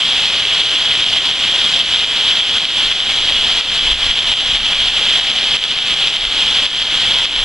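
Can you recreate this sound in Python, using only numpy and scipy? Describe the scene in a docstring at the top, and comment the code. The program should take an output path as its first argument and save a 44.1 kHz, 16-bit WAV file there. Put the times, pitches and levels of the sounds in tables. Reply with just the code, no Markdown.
"""A shrill, pumping hiss: heavy rain on a lawn and trees, heard from a roofed wooden porch.
Countless far drops merge into a noise wash, and nearer drops are random clicks that patter.
Close splashes are clicks with a puff of noise, sharp ticks are bare clicks, and wind is a low rumble.
The microphone's port rings near 3 kHz, which makes the rain shrill.
Loud splashes make a limiter turn everything down briefly, so the hiss pumps."""
import sys
import numpy as np
from scipy import signal
from scipy.fft import rfft, irfft, next_fast_len
from scipy.io import wavfile
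from scipy.ndimage import uniform_filter1d, minimum_filter1d

SR = 44100
rng = np.random.default_rng(int(sys.argv[2]) if len(sys.argv) > 2 else 0)


def inscribe(sig):
    """Save sig as 16-bit PCM at rate SR to the path in sys.argv[1].

    A 1-D sig is mono; a 2-D sig holds one channel per row.
    Samples are clipped to [-1, 1] before scaling.
    """
    pcm = np.round(np.clip(np.atleast_2d(sig).T, -1, 1) * 32767)
    wavfile.write(sys.argv[1], SR, pcm.astype(np.int16))


N = 328104  # length in samples, about 7.4 s


def from_db(db):
    """Turn decibels into a plain multiplier."""
    return 10 ** (np.asarray(db) / 20)


def rms_one(x):
    """Scale a sound to an average power of one."""
    return x / np.sqrt(np.mean(x ** 2) + 1e-20)


def level_over_time(points):
    """Join (time, level) points with straight lines."""
    times, levels = np.transpose(points)
    return np.interp(np.arange(N) / SR, times, levels)


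def at_hz(points, hz):
    """Read a curve at any frequency, with pitch spaced as the ear hears it (log scale)."""
    point_hz, values = np.transpose(points)
    return np.interp(np.log(hz), np.log(point_hz), values)


def butter(x, hz, kind, order=2):
    """Keep the lows, the highs or a band, with a smooth Butterworth filter."""
    safe_hz = np.clip(hz, 10, .45 * SR)
    sections = signal.butter(order, safe_hz, kind, fs=SR, output="sos")
    return signal.sosfilt(sections, x + 1e-18)


def drift(rate_hz):
    """Wander slowly at random around zero, with a typical size of one."""
    step = 40  # compute one point every 40 samples, then join the points
    r = np.exp(-2 * np.pi * rate_hz * step / SR)
    noise = rng.standard_normal(N // step + 2002)
    slow = signal.lfilter([1], [1, -2 * r, r * r], noise)[2000:]  # skip the filter's start-up
    return np.interp(np.arange(N) / step, np.arange(len(slow)), rms_one(slow))


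def clicks(rows):
    """Place a one-sample click of the given level at each given time."""
    times, levels_db = np.transpose(rows)
    out = np.zeros(N)
    out[np.round(times * SR).astype(int)] = from_db(levels_db)
    return out


def swells(rows, attack_s, release_s):
    """Ramp each swell up and down; short ones stay below full height, overlapping ones add in dB."""
    t = np.arange(N) / SR
    total_db = 0
    for start, length, db in rows:
        rise = (t - start) / attack_s
        fall = (start + length - t) / release_s
        total_db = total_db + db * np.clip(.5 + np.minimum(rise, fall), 0, 1)
    return total_db


# Light air on the microphone, strongest midway: (time [s], level [dB])
BREEZE_LEVEL = [(0, -45), (2.6, -43.5), (3.4, -36.5), (4.2, -39), (5.5, -40.5), (7.44, -38.5)]
# Gusts that buffet the microphone, timed between the half-way points of rise and fall:
# (time [s], length [s], full swell [dB])
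WIND_GUSTS = [(2.83, 0.086, 7), (3.23, 0.045, 9), (3.34, 0.083, 4), (3.83, 0.16, 13.5), (4.02, 0.11, 13),
              (4.27, 0.053, 8), (4.46, 0.19, 10), (4.72, 0.28, 6.5), (6.22, 0.071, 17.5), (7.38, .1, 19)]


def wind(top_hz, even_s):
    """Air eddies press on both channels alike as a low rumble; breeze and gusts set its strength."""
    level_db = level_over_time(BREEZE_LEVEL) + swells(WIND_GUSTS, attack_s=0.11, release_s=0.05)
    eddies = butter(rng.standard_normal(N), top_hz, "low", order=3)
    eddies = butter(eddies, 15, "low", order=1)  # slower eddies push harder
    eddies = butter(eddies, 14, "high")
    # Even out the rumble's own ups and downs, so the level curve decides.
    power = uniform_filter1d(eddies ** 2, int(even_s * SR) + 1)
    return from_db(level_db) * eddies / np.sqrt(power + 1e-12)


# Sharp bright ticks, levels before filter and mix: (time [s], level [dB])
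SHARP_TICKS = [(.205, -6), (.858, -4), (1.792, 2), (5.6392, 6), (7.187, 1)]


def ticks():
    """Each tick is a short, hard click with only its highs kept."""
    return butter(clicks(SHARP_TICKS), 2600, "high")


# Big drops splashing close by, levels before filters and mix: (time [s], level [dB])
CLOSE_SPLASHES = [(0.452, 1.2), (0.617, 2.7), (0.76, 2.5), (0.953, 3), (1.042, 3), (1.185, 1.4),
                  (1.313, 2.5), (1.439, 1.5), (1.814, 0.5), (1.96, 0.8), (2.045, 1.5), (2.315, 1.5),
                  (2.407, 1), (2.495, 1.9), (2.583, 2.6), (2.653, 8), (2.925, 3), (3.003, 2.5), (3.187, 3),
                  (3.288, -4), (3.61, 2.5), (3.793, 1.4), (3.931, -6), (4.112, 3.5), (4.191, 3),
                  (4.338, 3.8), (4.407, 1.2), (4.57, 4.5), (4.733, 2.5), (4.885, 2), (5.198, 4.5),
                  (5.316, 1.2), (5.388, 0.4), (5.569, 5), (5.64, 3.5), (5.715, 4.5), (5.788, 5),
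                  (5.941, 1.5), (6.027, -2), (6.082, 2), (6.168, 3.5), (6.252, 4), (6.665, 4.5),
                  (6.825, 2.8), (7.256, 5.5), (7.362, 1.9)]


def splashes(spray_s, spray_db, top_hz):
    """A big drop slaps the porch edge with a click and throws a brief, fading spray of noise."""
    t = np.arange(SR // 40) / SR
    hits = clicks(CLOSE_SPLASHES)
    spray_strength = signal.fftconvolve(hits, np.exp(-t / spray_s))[:N]
    spray = spray_strength * rng.standard_normal(N)
    bright = butter(hits + from_db(spray_db) * spray, 2010, "high")
    return butter(bright, top_hz, "low", order=3)


def patter(per_s, size_spread_db, low_hz, top_hz):
    """Nearer drops tick at random from left, front and right, many small and a few large."""
    out = np.zeros((2, N))
    for lag in (-1, 0, 0, 1):  # samples by which the left channel hears the drop later
        sizes = from_db(size_spread_db * np.minimum(rng.exponential(1, N), 4))
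        sizes = sizes * rng.choice([-1, 1], N)  # push or pull
        drops = sizes * (rng.random(N) < per_s / 4 / SR)
        out += [np.roll(drops, lag), drops]
    bright = butter(out, low_hz, "high", order=1)
    return rms_one(butter(bright, top_hz, "low", order=6))


# Tone colour of rain in the open air: (frequency [Hz], relative level [dB per Hz])
RAIN_COLOUR = [(40, -10), (80, -2.5), (140, -3), (250, -3), (400, -4.5), (700, -2), (1200, -4), (2000, -3),
               (3200, 0), (4600, 3), (5700, 0), (7200, 4.5), (10300, -2.5), (12000, -25), (15000, -3)]
# Likeness of the two channels in the wash: (frequency [Hz], correlation [1 = same])
CHANNEL_LIKENESS = [(300, 1), (700, 1), (1400, 1), (3100, 1), (5000, 0.97), (7000, 1), (10000, 0.88),
                    (13000, .3)]
# Low wash of the lawn, a little fuller once the microphone faces it: (time [s], level [dB])
LAWN_LEVEL = [(0, -20), (2.9, -20), (4, -19.5), (7.44, -19.5)]


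def wash(splash_db, spray_db, patchy_db, splash_hz, spray_hz):
    """Far drops merge into noise: soft ground gives the lows, puddles the middle, fine spray the top."""
    lawn_db = level_over_time(LAWN_LEVEL)
    edges = np.geomspace(40, 16000, 23)
    white = rng.standard_normal((2, 2, N))
    out = 0
    for k, (low, high) in enumerate(zip(edges, edges[1:])):
        mid, side = butter(white[k % 2], [low, high], "band")  # neighbouring bands use other noise
        hz = np.sqrt(low * high)
        # Blend from lawn to puddles to spray as the frequency rises.
        above_splash = 1 / (1 + (splash_hz / hz) ** 8)
        above_spray = 1 / (1 + (spray_hz / hz) ** 8)
        layer_db = (1 - above_splash) * lawn_db
        layer_db = layer_db + (above_splash - above_spray) * splash_db + above_spray * spray_db
        gain = from_db(at_hz(RAIN_COLOUR, hz) + layer_db + patchy_db * drift(26.6))
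        # The shared part goes to both channels, the other part with opposite signs.
        alike = np.clip(at_hz(CHANNEL_LIKENESS, hz), -1, 1)
        stereo = np.sqrt(1 + alike) * mid + np.sqrt(1 - alike) * side * [[1], [-1]]
        out = out + gain * stereo
    return out


def scene():
    """Steady rain flutters slightly; close splashes, sharp ticks and wind lie on top."""
    flutter = from_db(0.21 * drift(13) + 0.56 * drift(30))
    puddles_db = -22 + 0.23 * drift(30)
    far = wash(puddles_db, spray_db=-22, patchy_db=1.38, splash_hz=2400, spray_hz=4200)
    near = from_db(-23) * patter(per_s=2000, size_spread_db=1.5, low_hz=1790, top_hz=10930)
    close = from_db(8.5) * splashes(spray_s=0.002, spray_db=-27, top_hz=5080)
    sharp = from_db(7.5) * ticks()
    return flutter * (far + near) + close + sharp + wind(top_hz=68, even_s=0.114)


def port_resonance(x, ring_hz, width_hz):
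    """The air in the microphone port rings at its own pitch and boosts sound near it."""
    r = np.exp(-np.pi * width_hz / SR)
    w = 2 * np.pi * ring_hz / SR
    poles = [1, -2 * r * np.cos(w), r * r]
    return signal.lfilter([sum(poles)], poles, x)


def limiter(x, limit_db, hold_s, recovery_db_per_s, look_ahead_s):
    """Peaks over the limit turn the gain down just in time; it holds, then creeps back steadily."""
    peak_db = 20 * np.log10(np.abs(x).max(axis=0) + 1e-9)
    over_db = np.maximum(peak_db - limit_db, 0)
    hold, ahead = int(hold_s * SR) + 1, int(look_ahead_s * SR) + 1
    held_db = -minimum_filter1d(-over_db, hold, origin=(hold - 1) // 2)
    recovery = recovery_db_per_s * np.arange(N) / SR
    cut_db = np.maximum.accumulate(held_db + recovery) - recovery
    # Start each cut a little early and smooth its edge.
    gain_db = uniform_filter1d(minimum_filter1d(-cut_db, ahead), ahead)
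    return x * from_db(gain_db)


def delay(x, lag):
    """Hold each frequency back by its own phase angle."""
    size = next_fast_len(N + 64)
    hz = np.fft.rfftfreq(size, 1 / SR) + 1  # +1 avoids the log of zero
    return irfft(rfft(x, size) * np.exp(-1j * at_hz(lag, hz)), size)[:N]


# How far the left channel trails, most in the treble: (frequency [Hz], phase lag [radians])
LEFT_TRAIL = [(20, 0.021), (1600, 0.0028), (2300, 0.38), (3300, 0.38), (5300, 0.7), (9000, 1.32),
              (15000, 2)]


def record(dry):
    """The microphone port rings, the limiter ducks loud peaks, the left side trails, the top is cut."""
    ringing = port_resonance(dry, ring_hz=3230, width_hz=414)
    left, right = limiter(ringing, limit_db=-0.96, hold_s=0.026, recovery_db_per_s=49, look_ahead_s=0.0042)
    top_cut = signal.ellip(10, .1, 80, 15300, fs=SR, output="sos")  # steep cut above 15300 Hz
    return signal.sosfilt(top_cut, [delay(left, LEFT_TRAIL), right])


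dry = scene()
out = record(dry)
inscribe(out)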